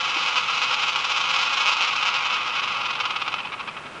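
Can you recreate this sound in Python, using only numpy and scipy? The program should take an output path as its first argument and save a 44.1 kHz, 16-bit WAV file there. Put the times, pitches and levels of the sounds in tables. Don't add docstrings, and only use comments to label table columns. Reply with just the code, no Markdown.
import sys
import numpy as np
from scipy import signal
from scipy.fft import rfft, irfft
from scipy.io import wavfile

SR = 44100
rng = np.random.default_rng(int(sys.argv[2]) if len(sys.argv) > 2 else 0)


def master_out(mix):
    frames = np.transpose(np.atleast_2d(mix))
    ceiling = np.clip(frames, -1, 1)
    pcm = np.round(ceiling * 32767).astype(np.int16)
    wavfile.write(sys.argv[1], SR, pcm)


N = 176400
T = np.arange(N) / SR

# time in seconds, level in dB.
ROLL_LEVEL = [(0, -26), (1, -27), (1.4, -25.5), (2.35, -25.5), (2.85, -28), (3.05, -31), (3.3, -33.5),
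              (3.5, -35), (4, -40.5)]
# start in seconds, length in seconds, level in dB.
BOUNCE_RUNS = [(0.091, 0.012, -25), (0.184, 0.012, -26), (0.222, 0.019, -27), (0.261, 0.0047, -23.5),
               (0.274, 0.024, -25), (0.358, 0.028, -23), (0.498, 0.014, -25.5), (0.537, 0.022, -27.5),
               (0.575, 0.0088, -24.5), (0.618, 0.031, -23.5), (0.686, 0.0079, -27.5), (0.711, 0.0048, -22),
               (0.728, 0.019, -23), (0.795, 0.0083, -26), (0.821, 0.02, -23.5), (0.879, 0.02, -24),
               (0.927, 0.0084, -26.5), (0.959, 0.0052, -21), (1.045, 0.0088, -23), (1.097, 0.026, -24.2),
               (1.164, 0.019, -23.5), (1.204, 0.014, -24), (1.29, 0.027, -24.5), (1.338, 0.012, -23.5),
               (1.361, 0.0069, -21), (1.387, 0.011, -23.5), (1.415, 0.021, -23.5), (1.525, 0.02, -24.5),
               (1.572, 0.012, -23), (1.601, 0.018, -23), (1.659, 0.04, -22.5), (1.717, 0.023, -23),
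               (1.768, 0.009, -25), (1.809, 0.041, -24), (1.874, .02, -25), (1.958, 0.0077, -24),
               (2.027, 0.005, -21), (2.055, 0.035, -23), (2.143, 0.023, -25), (2.184, 0.0087, -25.5),
               (2.224, 0.0035, -24.5), (2.255, .018, -24.5), (2.326, 0.02, -25), (2.464, 0.017, -28),
               (2.553, 0.015, -25), (2.595, 0.0072, -24), (2.633, 0.0079, -24), (2.677, 0.013, -25),
               (2.72, 0.0078, -26), (2.769, 0.0068, -27), (2.809, 0.0085, -27), (2.857, 0.0097, -24.5),
               (2.905, 0.01, -24.5), (2.953, 0.006, -25), (3.002, 0.0094, -21.5), (3.054, 0.0078, -21),
               (3.106, 0.0067, -22.5), (3.16, 0.0073, -23), (3.218, 0.0055, -22.5), (3.279, 0.0069, -21),
               (3.32, 0.0096, -30), (3.341, 0.0037, -20)]
# start in seconds, length in seconds, level in dB.
WALL_SCUFFS = [(3.382, .014, -28.5), (3.402, .005, -26), (3.449, .014, -27.5), (3.471, .004, -26),
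               (3.52, .025, -27), (3.596, .018, -27.5), (3.675, .017, -26), (3.766, .011, -30),
               (3.854, .017, -34.5), (3.956, .024, -40.5)]
# time in seconds, half width in seconds.
CONTACT_WIDTH = [(1.7, 0.000025), (3.3, 0.000039), (3.5, 0.000049), (4, 0.000051)]
# frequency in Hz, relative level in dB.
TICK_SPECTRUM = [(100, -46), (300, -35), (430, -26), (510, -11.5), (660, -18.5), (800, -6.5), (1250, -1.5),
                 (1480, -5.5), (1780, -18.5), (2000, -7), (2550, -1.5), (3050, 0), (3400, -8.8),
                 (3950, -7.5), (4400, -15), (5000, -12), (7000, -21), (8400, -37)]
# frequency in Hz, gain over the tick in dB, T60 in seconds.
CUP_MODES = [(919.5, -2, 0.12), (1003, -8, 0.18), (1127, -7, 0.17), (1211, -3, 0.063), (1342.5, 1, 0.035),
             (1643, 2.5, 0.063), (2230, -11.5, .05), (2540, 3, 0.046), (2610, -2, 0.21), (3060, -9, 0.18),
             (3376, 4, 0.049), (3540, 1, .11), (4050, -0.5, 0.18), (4548, 8, 0.3)]
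# delay in seconds, gain.
NEAR_ECHOES = [(.003685, .07), (.006393, .1), (.007212, .17), (.007378, -.11), (.007742, -.085),
               (.008122, .14)]
# frequency in Hz, relative level in dB.
ROOM_TONE_SPECTRUM = [(25, -13), (70, -5.5), (90, -9.5), (120, 2), (160, 0), (1500, -2), (4000, -15.5),
                      (10000, -27)]
# time in seconds, level in dB.
ROOM_TONE_LEVEL = [(0, -44.5), (1.8, -45.5), (4, -41)]


def rolling(count=6000, bumps_per_s=850, wobble_db=.9, scatter_db=1.8, airborne_db=-6):
    times = np.cumsum(rng.gamma(2, .5, count)) / bumps_per_s
    wobble = wobble_db * np.interp(times, T, drift(hz=45))
    pressure = from_db(np.interp(times, *np.transpose(ROLL_LEVEL)) + wobble)
    lead_in, airborne = np.zeros(count), np.zeros(count, bool)
    for start, length, db in BOUNCE_RUNS:
        lead_in += from_db(db - 8) * np.exp(-.5 * ((times - start + .01) / .008) ** 2)
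        airborne |= (times > start) & (times < start + length)
    unevenness = rms_one(from_db(scatter_db * np.clip(rng.standard_normal(count), -2, 2)))
    strength = unevenness * np.hypot(pressure, lead_in) * from_db(airborne_db * airborne)
    softness = 1.51 * np.exp(.21 * rng.standard_normal(count))
    return contacts(times, strength * np.sqrt(SR / bumps_per_s), softness)


def bouncing(count=40, shortest_s=.002, restitution=.94, flight_scatter=.09, scatter_db=.9):
    hits = []
    for start, length, db in BOUNCE_RUNS:
        first_flight = shortest_s + .095 * length
        flights = np.maximum(first_flight * restitution ** np.arange(count), shortest_s)
        flights *= np.exp(flight_scatter * rng.standard_normal(count))
        landings = np.cumsum(flights) - flights
        strengths = from_db(db + scatter_db * rng.standard_normal(count)) * np.sqrt(first_flight * SR)
        hits += [(start + s, strength) for s, strength in zip(landings, strengths) if s < length]
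    return contacts(*np.transpose(hits))


def scuffing(count=60, bumps_per_s=1100):
    hits = []
    for start, length, db in WALL_SCUFFS:
        gaps = rng.gamma(2, .5, count) / bumps_per_s
        strength = from_db(db) * np.sqrt(SR / bumps_per_s)
        hits += [(start + s, strength) for s in np.cumsum(gaps) - gaps if s < length]
    return contacts(*np.transpose(hits), softness=1.25)


def contacts(times, strength, softness=1, reach_samples=12):
    offsets = np.arange(-reach_samples, reach_samples + 1)[:, None]
    width = softness * SR * np.interp(times, *np.transpose(CONTACT_WIDTH))
    bells = np.exp(-.5 * (offsets / width) ** 2)
    pushes = strength * bells / bells.sum(0)
    samples = np.clip((times * SR).astype(int) + offsets, 0, N)
    return np.bincount(samples.ravel(), pushes.ravel(), N + 1)[:N]


def cup(force):
    tick = coloured(force, TICK_SPECTRUM)
    sound = tick + shimmer(tick)
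    for hz, db, t60 in CUP_MODES:
        radius = from_db(-60 / (t60 * SR))
        feed = np.array([1, 0, -1]) * (1 - radius ** 2) / 2
        feedback = [1, -2 * radius * np.cos(2 * np.pi * hz / SR), radius ** 2]
        sound += from_db(db) * signal.lfilter(feed, feedback, tick)
    return sound


def shimmer(tick, above_hz=3780, t60_s=.045, gain_db=.5):
    highpass = signal.butter(4, above_hz, "high", fs=SR, output="sos")
    retained = from_db(-60 / (t60_s * SR)) ** 2
    energy = signal.lfilter([1 - retained], [1, -retained], signal.sosfilt(highpass, tick) ** 2)
    random_force = contacts(T, rng.standard_normal(N), reach_samples=4)
    hiss = rms_one(signal.sosfilt(highpass, coloured(random_force, TICK_SPECTRUM)))
    return from_db(gain_db) * np.sqrt(energy) * hiss


def bench_knock(start_s=.162, hz=324, attack_s=.0046, t60_s=.054, gain_db=-25):
    age = np.maximum(T - start_s, 0)
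    envelope = from_db(gain_db - 60 * age / t60_s) * (1 - np.exp(-age / attack_s))
    return envelope * np.sin(2 * np.pi * hz * age)


def workshop(direct, tail_db=-11.5, t60_s=.17, delay_s=.0051):
    echoes = sum(gain * np.interp(T - delay, T, direct, left=0) for delay, gain in NEAR_ECHOES)
    age = T[:SR // 2]
    tail = rng.standard_normal(len(age)) * from_db(-60 * age / t60_s) * (age > delay_s)
    reverb = signal.fftconvolve(direct, tail / np.linalg.norm(tail))[:N]
    return direct + echoes + from_db(tail_db) * reverb


def room_tone():
    level = from_db(np.interp(T, *np.transpose(ROOM_TONE_LEVEL)))
    return level * coloured(rng.standard_normal(N), ROOM_TONE_SPECTRUM)


def coloured(x, spectrum, size=4096):
    hz, db = np.transpose(spectrum)
    bin_hz = np.arange(size // 2 + 1) * SR / size
    gain = from_db(np.interp(np.log(bin_hz + 1), np.log(hz), db))
    causal_fold = 1 + np.sign(size // 2 - np.arange(size))
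    cepstrum = irfft(np.log(gain)) * causal_fold
    response = irfft(np.exp(rfft(cepstrum)))
    return signal.fftconvolve(x, response / np.linalg.norm(response))[:N]


def drift(hz):
    lowpass = signal.butter(2, hz, fs=SR, output="sos")
    return rms_one(signal.sosfilt(lowpass, rng.standard_normal(N + SR))[SR:])


def from_db(db):
    return 10 ** (np.asarray(db) / 20)


def rms_one(x):
    return x / np.sqrt(np.mean(x ** 2) + 1e-20)


def scene():
    force = rolling() + bouncing() + scuffing()
    bench = cup(force) + bench_knock()
    return (workshop(bench) + room_tone())[None]


def record(dry):
    return signal.sosfilt(signal.ellip(12, .1, 90, 10150, fs=SR, output="sos"), dry)


dry = scene()
out = record(dry)
master_out(out)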